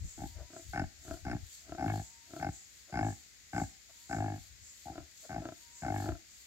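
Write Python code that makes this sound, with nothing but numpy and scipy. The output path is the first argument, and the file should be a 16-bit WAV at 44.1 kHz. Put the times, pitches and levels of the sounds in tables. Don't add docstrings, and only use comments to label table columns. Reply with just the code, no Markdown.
import sys
import numpy as np
from scipy import signal
from scipy.fft import rfft, irfft, next_fast_len
from scipy.io import wavfile
from scipy.ndimage import uniform_filter1d

SR = 44100
rng = np.random.default_rng(int(sys.argv[2]) if len(sys.argv) > 2 else 0)


def master(y):
    cut = np.clip(np.atleast_2d(y).T, -1, 1)
    pcm = np.round(cut * 32767)
    wavfile.write(sys.argv[1], SR, pcm.astype(np.int16))


N = 284886
TIME = np.arange(N) / SR

# start in seconds, length in seconds, opening pulse rate in Hz,
# settled pulse rate in Hz, age at the hardest push in seconds,
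# then the relative strengths of chest, throat and rasp in dB.
GRUNT_ROWS = [(0.177, 0.096, 84.04, 53.2, 0.057, -41.5, -50.5, -59.5),
              (0.732, 0.108, 80.94, 47.44, 0.053, -37, -42.5, -40.5),
              (1.25, 0.12, 66.73, 60.8, .06, -37, -45, -45.5),
              (1.781, 0.25, 80.12, 52.17, 0.11, -36, -42.5, -45),
              (2.397, 0.11, 74.4, 45.97, 0.037, -36.5, -43, -45),
              (2.924, 0.2, 69.8, 53.39, 0.06, -35, -42, -42),
              (3.531, 0.12, 68.5, 53.73, 0.044, -34.5, -43, -43.5),
              (4.095, 0.295, 66.02, 51.63, 0.029, -37.5, -42.5, -45),
              (4.856, 0.074, 88, 46.21, 0.021, -47, -49.5, -63.5),
              (5.293, 0.115, 97.86, 54.44, 0.014, -40.5, -44.5, -49),
              (5.82, 0.32, 80.44, 50.28, 0.14, -38, -43, -45)]
SLOWING_S = 0.035
FADE_S, FADE_SLOWING = 0.015, 0.15


def throat_pulses(jitter_s):
    times, periods = [], []
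    for start, length, opening_hz, settled_hz, *_ in GRUNT_ROWS:
        age = np.arange(0, length, 1 / SR)
        rate = settled_hz + (opening_hz - settled_hz) * np.exp(-(age / SLOWING_S) ** 2)
        rate = rate * (1 - FADE_SLOWING * np.exp((age - length) / FADE_S))
        cycles = np.cumsum(rate) / SR
        closing = np.searchsorted(cycles, np.arange(cycles[-1]))
        times.extend(start + age[closing])
        periods.extend(1 / rate[closing])
    jitter = jitter_s * rng.standard_normal(len(times))
    return np.array(times) + jitter, np.array(periods)


PUSH_S = 0.011


def current_grunt():
    rows = np.array(GRUNT_ROWS)
    row_now = np.maximum(np.searchsorted(rows[:, 0] - 0.05, TIME) - 1, 0)
    start, length, _, _, push_s, *levels_db = rows[row_now].T
    age = TIME - start
    push = np.exp(-((age - push_s) / PUSH_S) ** 2)
    return age, length, push, levels_db


def settling(age, after_s, over_s):
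    return 0.5 + 0.5 * np.tanh((age - after_s) / over_s)


def effort(age, length, soft_db, attack_s, hold_s, sag_db_per_s, release_share, release_db):
    attack = soft_db * np.exp(-np.maximum(age, 0) / attack_s)
    sag = sag_db_per_s * np.maximum(age - hold_s, 0)
    release = release_db * np.maximum(1 + (age / length - 1) / release_share, 0)
    return from_db(-attack - sag - release)


# frequency in Hz, width of one filter pass in Hz, relative level in dB.
CHEST_MODES = [(64, 23, 3.5), (97.3, 40, 3), (161.7, 73, 1.5)]
NOSE_MODES = [(240.4, 71, -0.5), (296, 74.7, 6), (392, 41, -11.5)]
THROAT_MODES = [(696.3, 153, 4.6), (806.2, 103.6, 6.95)]
SNOUT_EARLY_MODES = [(1118, 184, -13), (1356, 138, -6), (1523, 120, 1.5), (1769, 144, -5.5),
                     (2153, 160, -3), (2630, 570, -20), (5060, 620, -18.5), (8850, 2400, -34)]
SNOUT_LATE_MODES = [(1030, 300, -14), (1450, 260, -6.5), (1624, 43, -1), (1730, 130, 1.5), (2187, 43, 0),
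                    (2460, 950, -16)]
PUSH_RASP_DB, PUSH_THROAT_DB = 7, 2


def grunts():
    times, periods = throat_pulses(jitter_s=0.0004)
    age, length, push, (chest_db, throat_db, rasp_db) = current_grunt()
    settled = settling(age, after_s=0.097, over_s=0.0063)

    chest = from_db(chest_db) * effort(
        age, length, soft_db=7.5, attack_s=0.049, hold_s=0.14,
        sag_db_per_s=47, release_share=0.21, release_db=5.5)
    throat = from_db(throat_db + PUSH_THROAT_DB * push) * effort(
        age, length, soft_db=8, attack_s=0.024, hold_s=0.096,
        sag_db_per_s=33.5, release_share=0.27, release_db=14)
    rasp = from_db(rasp_db + PUSH_RASP_DB * push) * effort(
        age, length, soft_db=3.5, attack_s=0.014, hold_s=0.05,
        sag_db_per_s=34.5, release_share=0.36, release_db=11)

    def drive(level, shimmer_db):
        uneven = from_db(shimmer_db * rng.standard_normal(len(times)))
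        sizes = np.interp(times, TIME, level) * np.sqrt(periods * SR) * uneven
        return clicks(times, sizes)

    def snap(pulses, flick):
        air = (0.72 - 0.3 * settled) * puffs(pulses, decay_s=0.005)
        return pulses + flick * delay(pulses, -0.002553) + air

    chest_pulses = drive(chest * (1 - 0.22 * settled), shimmer_db=0.54)
    low = -from_db(-2.5) * resonate(snap(chest_pulses, flick=0.063), CHEST_MODES)

    cycles = np.interp(TIME, times, np.arange(len(times)))
    is_pulsing = np.gradient(cycles) * SR > 30
    swinging = uniform_filter1d(1.0 * is_pulsing, size=SR // 50)
    hum = from_db(-1.0) * chest * settled * swinging * np.cos(4 * np.pi * cycles)

    nose_pulses = drive(np.sqrt(chest * throat), shimmer_db=0.5)
    nasal = from_db(-2) * resonate(snap(nose_pulses, flick=0.046), NOSE_MODES)
    mouth_pulses = drive(throat, shimmer_db=1.8)
    mouth = from_db(1.0) * resonate(snap(mouth_pulses, flick=0.2), THROAT_MODES)

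    crackle = delay(snap(drive(rasp, shimmer_db=1.5), flick=0.34), 0.001048)
    snout_early = from_db(-5.5) * resonate(crackle * (1 - settled), SNOUT_EARLY_MODES)
    snout_late = from_db(-4.0) * resonate(crackle * settled, SNOUT_LATE_MODES)
    return from_right(low + hum + nasal + mouth + snout_early + snout_late, lag_s=0.00013)


# time of the middle flap in seconds, relative level in dB,
# flaps per second, dB gained from flap to flap.
SNORT_ROWS = [(0.564, -36.5, 32.7, -3), (1.11, -30, 33.2, 0), (1.721, -33.5, 36.3, 4),
              (2.364, -33.5, 34.4, -2.5), (4.979, -34, 42, -2), (5.454, -28.5, 29.7, 4),
              (6.089, -26, 32, -1)]
# frequency in Hz, width of one filter pass in Hz,
# relative level in dB.
SNORT_MODES = [(94, 109, 2.5), (311.5, 100, 9.5), (661.6, 113, 7), (1004, 110, -14.5), (1338, 165, -4),
               (1580, 270, -11), (2380, 2200, -23)]


def snorts():
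    flaps = np.arange(-2, 3)
    pulses = 0
    for s, peak_db, per_s, gained_db in SNORT_ROWS:
        uneven_db = rng.normal(0, 1, len(flaps))
        sizes_db = peak_db + gained_db * flaps - 7.1 * np.abs(flaps) ** 1.35 + uneven_db
        pulses = pulses + clicks(s + flaps / per_s, from_db(sizes_db))
    air = 0.42 * puffs(pulses, decay_s=0.01)
    breath = swells(np.array(SNORT_ROWS)[:, :2], rise_s=0.058, fall_s=0.057)
    stream = from_db(-37.5) * breath * rng.standard_normal(N)
    return from_right(from_db(18) * resonate(pulses + air + stream, SNORT_MODES), lag_s=0.0001)


# time in seconds, half length in seconds,
# mouth resonance in Hz, level in dB.
PIGLET_ROWS = [(0.405, 0.037, 610, -56.5), (2.901, 0.02, 605.6, -58.5), (3.902, 0.0086, 686, -60.5),
               (5.252, 0.017, 600, -57.5)]


def piglets():
    out = 0
    for s, half_s, hz, level_db in PIGLET_ROWS:
        breath = rng.standard_normal(N)
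        mouth = rms_one(resonate(breath, [(300, 160, -7), (hz, 170, 0), (1400, 600, -15)]))
        out = out + from_db(level_db) * np.exp(-((TIME - s) / half_s) ** 2) * mouth
    return out


# time in seconds, relative rumble level in dB.
GUST_ROWS = [(0.045, -44), (0.25, -46.5), (0.37, -52.5), (0.43, -54), (0.71, -52.5), (0.845, -51),
             (1.0, -64), (1.13, -52.5), (1.27, -52), (1.35, -48.5), (1.43, -52), (1.74, -57.5), (4.41, -62),
             (4.53, -65), (4.62, -64), (5.02, -58), (6.13, -49)]
# frequency in Hz, relative level in dB.
RUMBLE_COLOUR = [(20, 3), (35, -20), (55, -4), (75, 2.5), (100, -6.5), (160, -23.5), (400, -42),
                 (3000, -100)]


def wind():
    eddies = noise(RUMBLE_COLOUR, channels=1) + 1.13 * noise(RUMBLE_COLOUR)
    power = uniform_filter1d(np.mean(eddies ** 2, axis=0), size=SR // 25)
    eddies = eddies / np.sqrt(power)
    gusts = swells(GUST_ROWS, rise_s=0.061, fall_s=0.037)
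    return from_db(8.5) * gusts * eddies * from_db([[3.4], [-3.4]])


# first swell in seconds, period in seconds,
# seconds added to the period each beat.
BUZZ_PACE = (0.09, .478, 0.0077)
LISP_PACE = (0.27, .426, -0.0023)
# time in seconds, relative level in dB.
BUZZ_LOUDNESS = [(0.1, -51.5), (1.07, -58), (2.06, -53), (3.6, -50.5), (4.13, -52), (5.2, -56.5),
                 (5.77, -53.5), (6.33, -60)]
LISP_LOUDNESS = [(0.28, -57.5), (0.7, -59.5), (2.0, -55.5), (2.8, -63), (3.2, -64.5), (4.0, -60),
                 (5.65, -60.5), (6.04, -53.5), (6.44, -62)]
# frequency in Hz, relative level in dB per Hz.
BUZZ_COLOUR = [(3000, -26.5), (5000, -20), (6200, -15.5), (6700, -5.5), (7300, -3.5), (7900, -5.5),
               (8600, -36), (10000, -27.5)]
LISP_COLOUR = [(2000, -14.5), (3300, 5.5), (5000, 0), (6000, 2), (7000, 13), (8000, 7.5), (9500, -9.5),
               (11000, -0.5), (12500, 3), (14000, -2), (16000, -6)]


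def insects():
    buzzes = beats(BUZZ_PACE, BUZZ_LOUDNESS)
    lisps = beats(LISP_PACE, LISP_LOUDNESS)
    buzz_gain = swells(buzzes, rise_s=0.066, fall_s=0.14) * from_db(0.77 * drift(120))
    buzz = from_db(-1) * buzz_gain * noise(BUZZ_COLOUR)
    lisp_gain = swells(lisps, rise_s=0.13, fall_s=0.097) * from_db(2.1 * drift(170))
    lisp = from_db(1) * lisp_gain * noise(LISP_COLOUR)
    chirp_noise = resonate(rng.standard_normal(N), [(4430, 710, 0)])
    chirp = from_db(-7.5) * swells(lisps, rise_s=0.027, fall_s=0.087) * chirp_noise
    return buzz + lisp + chirp


def beats(beat, loudness):
    first_s, period_s, added_s = beat
    k = np.arange(16)
    times = first_s + period_s * k + added_s * k * (k - 1) / 2
    return np.column_stack([times, np.interp(times, *np.transpose(loudness))])


# start in seconds, end in seconds,
# start pitch in Hz, end pitch in Hz, level in dB.
WHISTLE_ROWS = [(0.26, 0.578, 935, 973, -70.5), (1.985, 2.325, 884, 946, -70.5),
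                (3.88, 4.111, 900, 957, -77.5), (5.574, 5.88, 918.5, 965, -71.5)]


def whistles():
    out = 0
    waver = 1 + 0.016 * drift(110)
    for start, end, start_hz, end_hz, level_db in WHISTLE_ROWS:
        along = np.clip((TIME - start) / (end - start), 0, 1)
        hz = (start_hz + (end_hz - start_hz) * np.sin(np.pi / 2 * along)) * waver
        swell = np.sqrt(np.abs(np.sin(np.pi * along)))
        out = out + from_db(level_db) * swell * np.sin(2 * np.pi * np.cumsum(hz) / SR)
    return out * from_db(2.5 * drift(45))


# frequency in Hz, relative level in dB per Hz.
GROVE_COLOUR = [(30, -5), (65, 11.5), (120, -2), (220, -3.5), (310, -7.5), (500, -11), (1000, -14.5),
                (2000, 0), (3000, -6), (4600, -1.5), (6000, -5), (7000, 4), (8800, -14), (10000, -18.5),
                (12500, -12.5), (16000, -18)]


def grove():
    return from_db(-59.0) * noise(GROVE_COLOUR)


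def yard(x):
    t = TIME[:SR // 2]
    tail = rng.standard_normal((2, len(t))) * from_db(-60 * t / 0.3) * (t > 0.008)
    tail = tail / np.linalg.norm(tail, axis=1, keepdims=True)
    return signal.oaconvolve(x, tail, axes=1)[:, :N]


def from_db(db):
    return 10 ** (np.asarray(db) / 20)


def rms_one(x):
    return x / np.sqrt(np.mean(x ** 2) + 1e-20)


def noise(spectrum, channels=2):
    return rms_one(colour(rng.standard_normal((channels, N)), spectrum))


def colour(x, spectrum):
    hz, level_db = np.transpose(spectrum)
    size = next_fast_len(N + SR // 10)
    bin_hz = np.arange(size // 2 + 1) * SR / size
    gain = from_db(np.interp(np.log(bin_hz + 1), np.log(hz), level_db))
    return irfft(rfft(x, size) * gain, size)[..., :N]


def drift(rate):
    knots = rng.standard_normal(4096)
    return np.interp(TIME * rate, np.arange(len(knots)), knots)


def swells(rows, rise_s, fall_s):
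    power = 0
    for s, peak_db in rows:
        width_s = np.where(TIME < s, rise_s, fall_s)
        bell = 1 / (1 + ((TIME - s) / width_s) ** 2) ** 2
        power = power + (from_db(peak_db) * bell) ** 2
    return np.sqrt(power)


def resonate(x, modes):
    click = signal.unit_impulse(SR // 10)
    response = 0
    for k, (hz, width_hz, level_db) in enumerate(modes):
        r = np.exp(-np.pi * width_hz / SR)
        b = (1 - r * r) / 2 * np.array([1, 0, -1])
        a = [1, -2 * r * np.cos(2 * np.pi * hz / SR), r * r]
        ringing = signal.lfilter(b, a, signal.lfilter(b, a, click))
        response = response + (-1) ** k * from_db(level_db) * ringing
    return signal.oaconvolve(x, response / np.linalg.norm(response))[:N]


def delay(x, s):
    return np.interp(TIME - s, TIME, x)


def clicks(times, sizes):
    places = np.clip(np.round(times * SR).astype(int), 0, N - 1)
    return np.bincount(places, sizes, N)


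def puffs(pulses, decay_s):
    r = np.exp(-2 / (decay_s * SR))
    power = signal.lfilter([1 - r], [1, -r], pulses ** 2 + 1e-24)
    return np.sqrt(power) * rng.standard_normal(N)


def from_right(x, lag_s):
    return np.array([delay(x, lag_s), x])


def scene():
    pigs = grunts() + snorts() + piglets()
    scattered = from_db(-16.5) * yard(pigs)
    return pigs + scattered + wind() + insects() + whistles() + grove()


# frequency in Hz, left minus right in dB.
PORT_BALANCE = [(60, 2.5), (150, 0.5), (380, 2), (700, 6.5), (1000, 4.5), (1450, 2), (1800, 2), (2300, 0.5),
                (4600, 8), (6400, 10), (7500, -1), (9000, -7), (12500, -2)]
CUTOFF_HZ = 15750


def record(dry):
    ports = []
    for x, side in zip(dry, (1, -1)):
        tint = [(hz, side * balance_db / 2) for hz, balance_db in PORT_BALANCE]
        ports.append(colour(x, tint))
    bass_cut = signal.butter(2, 38, "high", fs=SR, output="sos")
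    top_cut = signal.ellip(12, 0.1, 80, CUTOFF_HZ, fs=SR, output="sos")
    thinned = signal.sosfilt(bass_cut, ports)
    return signal.sosfilt(top_cut, thinned)


dry = scene()
out = record(dry)
master(out)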